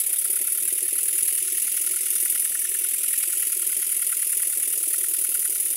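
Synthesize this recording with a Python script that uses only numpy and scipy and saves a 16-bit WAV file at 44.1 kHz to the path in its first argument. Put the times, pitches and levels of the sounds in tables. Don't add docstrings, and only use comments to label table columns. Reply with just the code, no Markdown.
import sys
import numpy as np
from scipy import signal
from scipy.io import wavfile
from scipy.ndimage import uniform_filter1d

SR = 44100
rng = np.random.default_rng(int(sys.argv[2]) if len(sys.argv) > 2 else 0)


def linear_from_db(decibels):
    return 10 ** (np.asarray(decibels, float) / 20)


def master(y):
    cut = np.clip(np.atleast_2d(y).T, -1, 1)
    pcm = np.round(cut * 32767)
    wavfile.write(sys.argv[1], SR, pcm.astype(np.int16))


N = 254143


def evened(x):
    return x / np.sqrt(np.mean(x ** 2) + 1e-20)


def add(mix, s, sound):
    at = round(s * SR)
    sound = sound[max(-at, 0):]
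    part = mix[max(at, 0):][:len(sound)]
    part += sound[:len(part)]


def resonate(x, hz, width):
    turn = np.exp(2j * np.pi * np.cumsum(hz * np.ones(len(x))) / SR)
    r = np.exp(-np.pi * width / SR)
    return 2 * (turn * signal.lfilter([1 - r], [1, -r], x / turn)).real


def turbulence(points, patchy_db, ripple_db=1.22, stretch=np.ones(N)):
    hz = np.fft.rfftfreq(512, 1 / SR)
    a, b, patches, ripples = rng.standard_normal((N // 128 + 5, 257, 4)).T
    patches = uniform_filter1d(uniform_filter1d(patches, size=6, axis=0), size=8, axis=1)
    ripples = uniform_filter1d(uniform_filter1d(ripples, size=5, axis=0), size=300, axis=1)
    f, db = np.transpose(points)
    at_frames = np.interp(np.arange(a.shape[1]) * 128, np.arange(N), stretch)
    colour = np.interp(np.log((hz[:, None] + 1) / at_frames), np.log(f), db, -90, -90)
    z = (a + 1j * b) * linear_from_db(colour + patchy_db * evened(patches) + ripple_db * evened(ripples))
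    return evened(signal.istft(z, nperseg=512, noverlap=384)[1][:N])


def curve(rows, axis, s=np.arange(N) / SR):
    rows = np.array(rows)
    return np.interp(s, rows[:, 0], rows[:, axis])


# t/s, turns completed
CRANK_TURNS = [(0.0, 0), (0.126, 1), (0.243, 2), (0.469, 4), (0.573, 5), (0.98, 9), (1.571, 15),
               (1.862, 18), (2.249, 22), (2.837, 28), (3.323, 33), (3.617, 36), (4.016, 40), (4.42, 44),
               (4.929, 49), (5.341, 53), (5.858, 58)]


def moments(angles):
    s, turns = np.transpose(CRANK_TURNS)
    return np.interp(np.arange(turns[-1])[:, None] + np.array(angles), turns, s)


def overspeed():
    cruise, slowest = 9.995, 9.58
    speed = uniform_filter1d(np.gradient(curve(CRANK_TURNS, axis=1)) * SR, size=20000)
    return np.maximum(speed, slowest) - cruise


# t/s, level/dB
AIR_PRESSURE = [(0, 1.5), (.6, 0.5), (.9, -2), (1.03, 0.5), (1.3, 1.5), (1.45, -2), (1.6, 0), (2.0, -0.5),
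                (2.25, 1), (2.42, 0.3), (2.48, -2.5), (2.9, -1), (3.3, 0), (3.6, -0.5), (4.45, -1),
                (4.7, 0), (5.2, 0.5), (5.76, -1)]
# crank angle/turns, jet level/dB
VALVE_OPENINGS = [
    (0.001, -19.5),
    (.282, -24),
    (0.506, -19),
    (.738, -22.5),
]


def valve_beats():
    scatter_db, scatter_s = 0.46, 0.00032
    angles, levels_db = np.transpose(VALVE_OPENINGS)
    s = moments(angles)
    chance = rng.standard_normal(s.shape + (2,))
    db = levels_db + curve(AIR_PRESSURE, axis=1, s=s) + scatter_db * chance[..., 0]
    return np.transpose([(s + scatter_s * chance[..., 1]).ravel(), db.ravel()])


# rise/s, fall/dB per s, roar level/dB, fizz level/dB, sizzle level/dB
EXHAUST_STROKES = [
    (0.0071, 298, 1, 10, -3),
    (0.0054, 350, 4, -7, -1),
    (0.0036, 308, -1, 15, -2.5),
    (0.0069, 302, 1.5, -14, -4),
]


def flow(beats, slower, faster_fall, lead, shut_db, axis=0):
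    t, power = np.arange(2400) / SR, np.zeros(N)
    starts = beats[:, 0]
    gaps = np.diff(starts, append=starts[-1] + 0.027)
    for k, ((s, db), gap) in enumerate(zip(beats, gaps)):
        stroke = EXHAUST_STROKES[k % len(EXHAUST_STROKES)]
        rise, fall = slower * stroke[0], faster_fall * stroke[1]
        opening = np.sin(np.pi / 2 * np.clip(t / rise, 0, 1)) ** 2
        emptying_db = -fall * np.maximum(t - rise, 0)
        shutting_db = -shut_db * np.maximum(t - gap + 0.0097, 0) / 0.0084
        colour_db = stroke[axis] if axis else 0
        add(power, s - lead, opening * linear_from_db(2 * (db + colour_db + emptying_db + shutting_db)))
    return power


# f/Hz, level/dB per Hz
JET_SPECTRUM = [(7000, -36), (8500, -15.5), (9340, -1.5), (10200, 1), (12000, -6), (13500, -14.5),
                (16000, -19)]
FIZZ_SPECTRUM = [(12000, -14), (12800, 9.5), (13500, 1), (14200, -11), (14900, 4), (16200, -5)]
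SIZZLE_SPECTRUM = [(4000, -31.5), (4800, -11), (5500, -11), (7000, -5.5), (8400, 0.5), (9500, -25)]
ROAR_SPECTRUM = [(530, -31), (900, -18.5), (1310, -9), (1440, -5), (1590, -14), (1740, -3.5), (2030, 1.5),
                 (2880, 3), (3860, -2), (4800, -6.5), (6240, -36), (10600, -120)]
# f/Hz, width/Hz, level/dB
PORT_RINGS = [
    (2204, 120, -25.5),
    (2820, 94, -22.5),
]
# t/s, jet centre f/Hz, jet brightness (-1..1), base plate damping/dB
HAND_ON_FRAME = [(0, 10500, -0.19, 18), (.32, 10450, -0.17, 8), (1.2, 10450, -0.24, 2.5),
                 (2.03, 10270, -0.15, 4), (2.15, 10230, 0.23, 1.5), (2.6, 10180, 0.17, 6.5),
                 (3.2, 10190, 0.068, 6), (3.8, 10350, 0.074, 5.5), (4.48, 10370, 0.14, 16),
                 (5.12, 10370, 0.18, 4), (5.45, 10350, 0.19, 30)]


def exhaust():
    beats, faster = valve_beats(), overspeed()
    leak_db = -34
    flutter = linear_from_db(1.3 * evened(uniform_filter1d(rng.standard_normal(N), size=50)))

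    jet = np.sqrt(flow(beats, 0.99, 1.49, 0.002, shut_db=2.5) + linear_from_db(2 * leak_db)) * flutter
    jet_stretch = curve(HAND_ON_FRAME, axis=1) / 10300
    jet = jet * turbulence(JET_SPECTRUM, patchy_db=0.9, stretch=jet_stretch)

    fizz_power = flow(beats, 1.8, 0.92, 0.001, shut_db=-1.0, axis=3)
    fizz = evened(np.sqrt(fizz_power + linear_from_db(2 * (leak_db + 8))))
    fizz = fizz * linear_from_db(-37.5 + 2 * faster) * turbulence(FIZZ_SPECTRUM, patchy_db=2.2)

    bright_hz, bright_width = 12950, 2600
    top = resonate(jet + fizz, bright_hz, bright_width)
    top = resonate(top, bright_hz, 1.1 * bright_width)
    jet = jet + np.clip(curve(HAND_ON_FRAME, axis=2), -1 / 3, 1) * top

    sizzle_power = flow(beats, 0.72, 1.5, 0.0016, shut_db=23.0, axis=4)
    sizzle = evened(np.sqrt(sizzle_power + linear_from_db(2 * (leak_db + 5.5))))
    sizzle = sizzle * linear_from_db(-37.47 + 4 * faster) * turbulence(SIZZLE_SPECTRUM, patchy_db=1.7)

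    air = turbulence(ROAR_SPECTRUM, patchy_db=1.67)
    air = air + sum(evened(resonate(air, hz, width)) * linear_from_db(db) for hz, width, db in PORT_RINGS)
    roar_power = flow(beats, 2.34, 0.37, 0.0047, shut_db=11.5, axis=2)
    roar = evened(np.sqrt(roar_power + linear_from_db(2 * (leak_db + 8.5))))
    roar = linear_from_db(-44.23 + 4 * faster) * roar * evened(air)
    return jet + fizz + sizzle + roar


def whine():
    t = np.arange(N) / SR
    lull = uniform_filter1d(1. * ((t > 3.4) & (t < 4.35)), size=8000)
    return linear_from_db(-58.5 - 14 * lull) * evened(resonate(rng.standard_normal(N), 3610, 35))


# t/s, first blow level/dB, second blow level/dB
FRAME_ROCKING = [(0, -46, -54), (.2, -53, -43), (.29, -33, -34), (.42, -30, -43), (.53, -64, -46),
                 (.62, -32.5, -38.5), (1.0, -30.5, -42), (1.13, -36.5, -51), (1.8, -39.5, -41.5),
                 (2.2, -46, -43), (2.3, -43, -33), (2.58, -50, -67), (2.8, -47, -38), (3.08, -38, -42.5),
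                 (3.76, -36.5, -46), (4.0, -43.5, -79), (4.77, -34, -36), (5.76, -42, -46)]


def frame_blows():
    scatter_db, scatter_s = (1, 1.5), 0.001995
    s = moments((.49, .805))
    chance = rng.standard_normal(s.shape + (2,))
    first_db = curve(FRAME_ROCKING, axis=1, s=s[:, 0])
    second_db = curve(FRAME_ROCKING, axis=2, s=s[:, 1])
    db = np.transpose([first_db, second_db]) + np.array(scatter_db) * chance[..., 0]
    return np.transpose([(s + scatter_s * chance[..., 1]).ravel(), db.ravel()])


# f/Hz, level/dB, time to fall 60 dB/s
BENCH_TONES = [
    (300, -28.5, 0.056),
    (373.5, 0, 0.028),
    (450.5, 1.5, 0.016),
    (560, -11, 0.05),
]
# f/Hz, level/dB per Hz
RATTLE_SPECTRUM = [(35, -79), (60, -46), (188, -16), (252, -26), (363, 6.5), (511, -5.5), (694, -4.5),
                   (899, -25), (1000, -45), (1300, -44), (2200, -120)]


def frame():
    blows, t = np.zeros(N), np.arange(3000) / SR
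    push, thumps = np.hanning(40), frame_blows()
    for (s, db), chance in zip(thumps, rng.standard_normal((len(thumps), 2))):
        add(blows, s - .004, linear_from_db(db) * push)
        rebound_s = s + 0.00576 + 0.0012 * chance[0]
        add(blows, rebound_s, linear_from_db(db - 11 + 1.44 * chance[1]) * push)
    ring = sum(linear_from_db(db - 60 * t / t60) * np.sin(2 * np.pi * hz * t) for hz, db, t60 in BENCH_TONES)
    soft_start = np.minimum(t / 0.0048, 1)
    knocks = signal.oaconvolve(blows, ring * soft_start)[:N] / push.sum()

    shaking = evened(signal.oaconvolve(blows, t / .012 * np.exp(-t / 0.0062))[:N])
    jolts = shaking / uniform_filter1d(shaking, size=9000)
    plate = evened(resonate((.5 + 0.32 * jolts) * rng.standard_normal(N), 363, 15.0))
    plate = linear_from_db(-53.5 - curve(HAND_ON_FRAME, axis=3)) * plate
    rattle = evened((1.6 + 0.25 * jolts) * turbulence(RATTLE_SPECTRUM, patchy_db=2.5))
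    return linear_from_db(4.0) * knocks + plate + linear_from_db(-58 - 7 * overspeed()) * rattle


# start t/s, end t/s, level/dB, f/Hz
CHAMBER_SPELLS = [(.65, .92, -43, 1740), (1.05, 1.4, -42, 1715), (1.55, 1.7, -39.5, 1910),
                  (2.22, 2.48, -37, 1860), (2.52, 2.78, -37.5, 1775), (2.92, 2.97, -39.5, 2150),
                  (3.1, 3.26, -37, 1870), (3.41, 3.46, -36.5, 1960), (3.7, 3.85, -38.5, 1940),
                  (4.0, 4.46, -37.5, 1950), (4.6, 4.76, -39.5, 2160), (4.92, 5.06, -37.5, 1810),
                  (5.43, 5.48, -38, 1950), (5.64, 5.7, -44, 1780)]


def hoot_beats():
    scatter_db, detune = 1.2, .035
    s = moments([.11])[1:, 0]
    db, hz = np.full(len(s), -41.5), np.full(len(s), 1440.0)
    chance = rng.standard_normal((len(s), 2))
    for start, end, spell_db, spell_hz in CHAMBER_SPELLS:
        during = (s > start) & (s < end)
        db = np.where(during, spell_db, db)
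        hz = np.where(during, spell_hz * (1 + detune * chance[:, 1]), hz)
    return np.transpose([s, db + scatter_db * chance[:, 0], hz])


def hoots():
    rows = hoot_beats()
    out, puffs = np.zeros(N), rng.standard_normal((len(rows), 2, 1400))
    t = np.arange(1400) / SR - .014
    swell = np.exp(-.5 * (t / 0.0038) ** 2)
    for (s, db, hz), pair in zip(rows, puffs):
        for puff, early, weaker_db in zip(pair, (0, .031), (0, -7.0)):
            chamber = evened(resonate(resonate(puff, hz, 115), hz, 115) * swell)
            passage = evened(resonate(resonate(puff * swell, 1470, 170), 1470, 210))
            spit = evened(resonate(resonate(puff, 1800, 700), 1800, 700) * swell)
            passage_gain = linear_from_db(-4.0 + 3.9 * puff[0])
            hoot = chamber + passage_gain * passage + linear_from_db(3.0) * spit
            add(out, s - early - .014, linear_from_db(db - 13 + weaker_db) * hoot)
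    return out


def workshop(x):
    at = np.arange(150, 12000, 20) + rng.integers(0, 20, 593)
    taps = np.zeros(12100)
    taps[at] = rng.choice([-1., 1.], len(at)) * linear_from_db(-60 * at / SR / 0.11)
    return signal.fftconvolve(x, taps / np.linalg.norm(taps))[:N]


def scene():
    engine = exhaust() + whine() + frame() + hoots()
    return (engine + linear_from_db(-17.5) * workshop(engine))[None]


def low_pass(x):
    return signal.sosfilt(signal.butter(12, 16740, fs=SR, output="sos"), x)


def record(dry):
    ceiling = .6
    rounded = ceiling * np.tanh(dry / ceiling)
    cut = signal.sosfilt(signal.butter(4, 235, "high", fs=SR, output="sos"), rounded)
    cut = cut - 0.36 * resonate(cut[0], 925, 140)
    cut = cut + linear_from_db(-90.5) * evened(resonate(rng.standard_normal(N), 135, 50))
    edge = signal.firwin(1501, 15790, window=("kaiser", 10), fs=SR)
    return low_pass(signal.oaconvolve(cut, edge[None], "same"))


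dry = scene()
out = record(dry)
master(out)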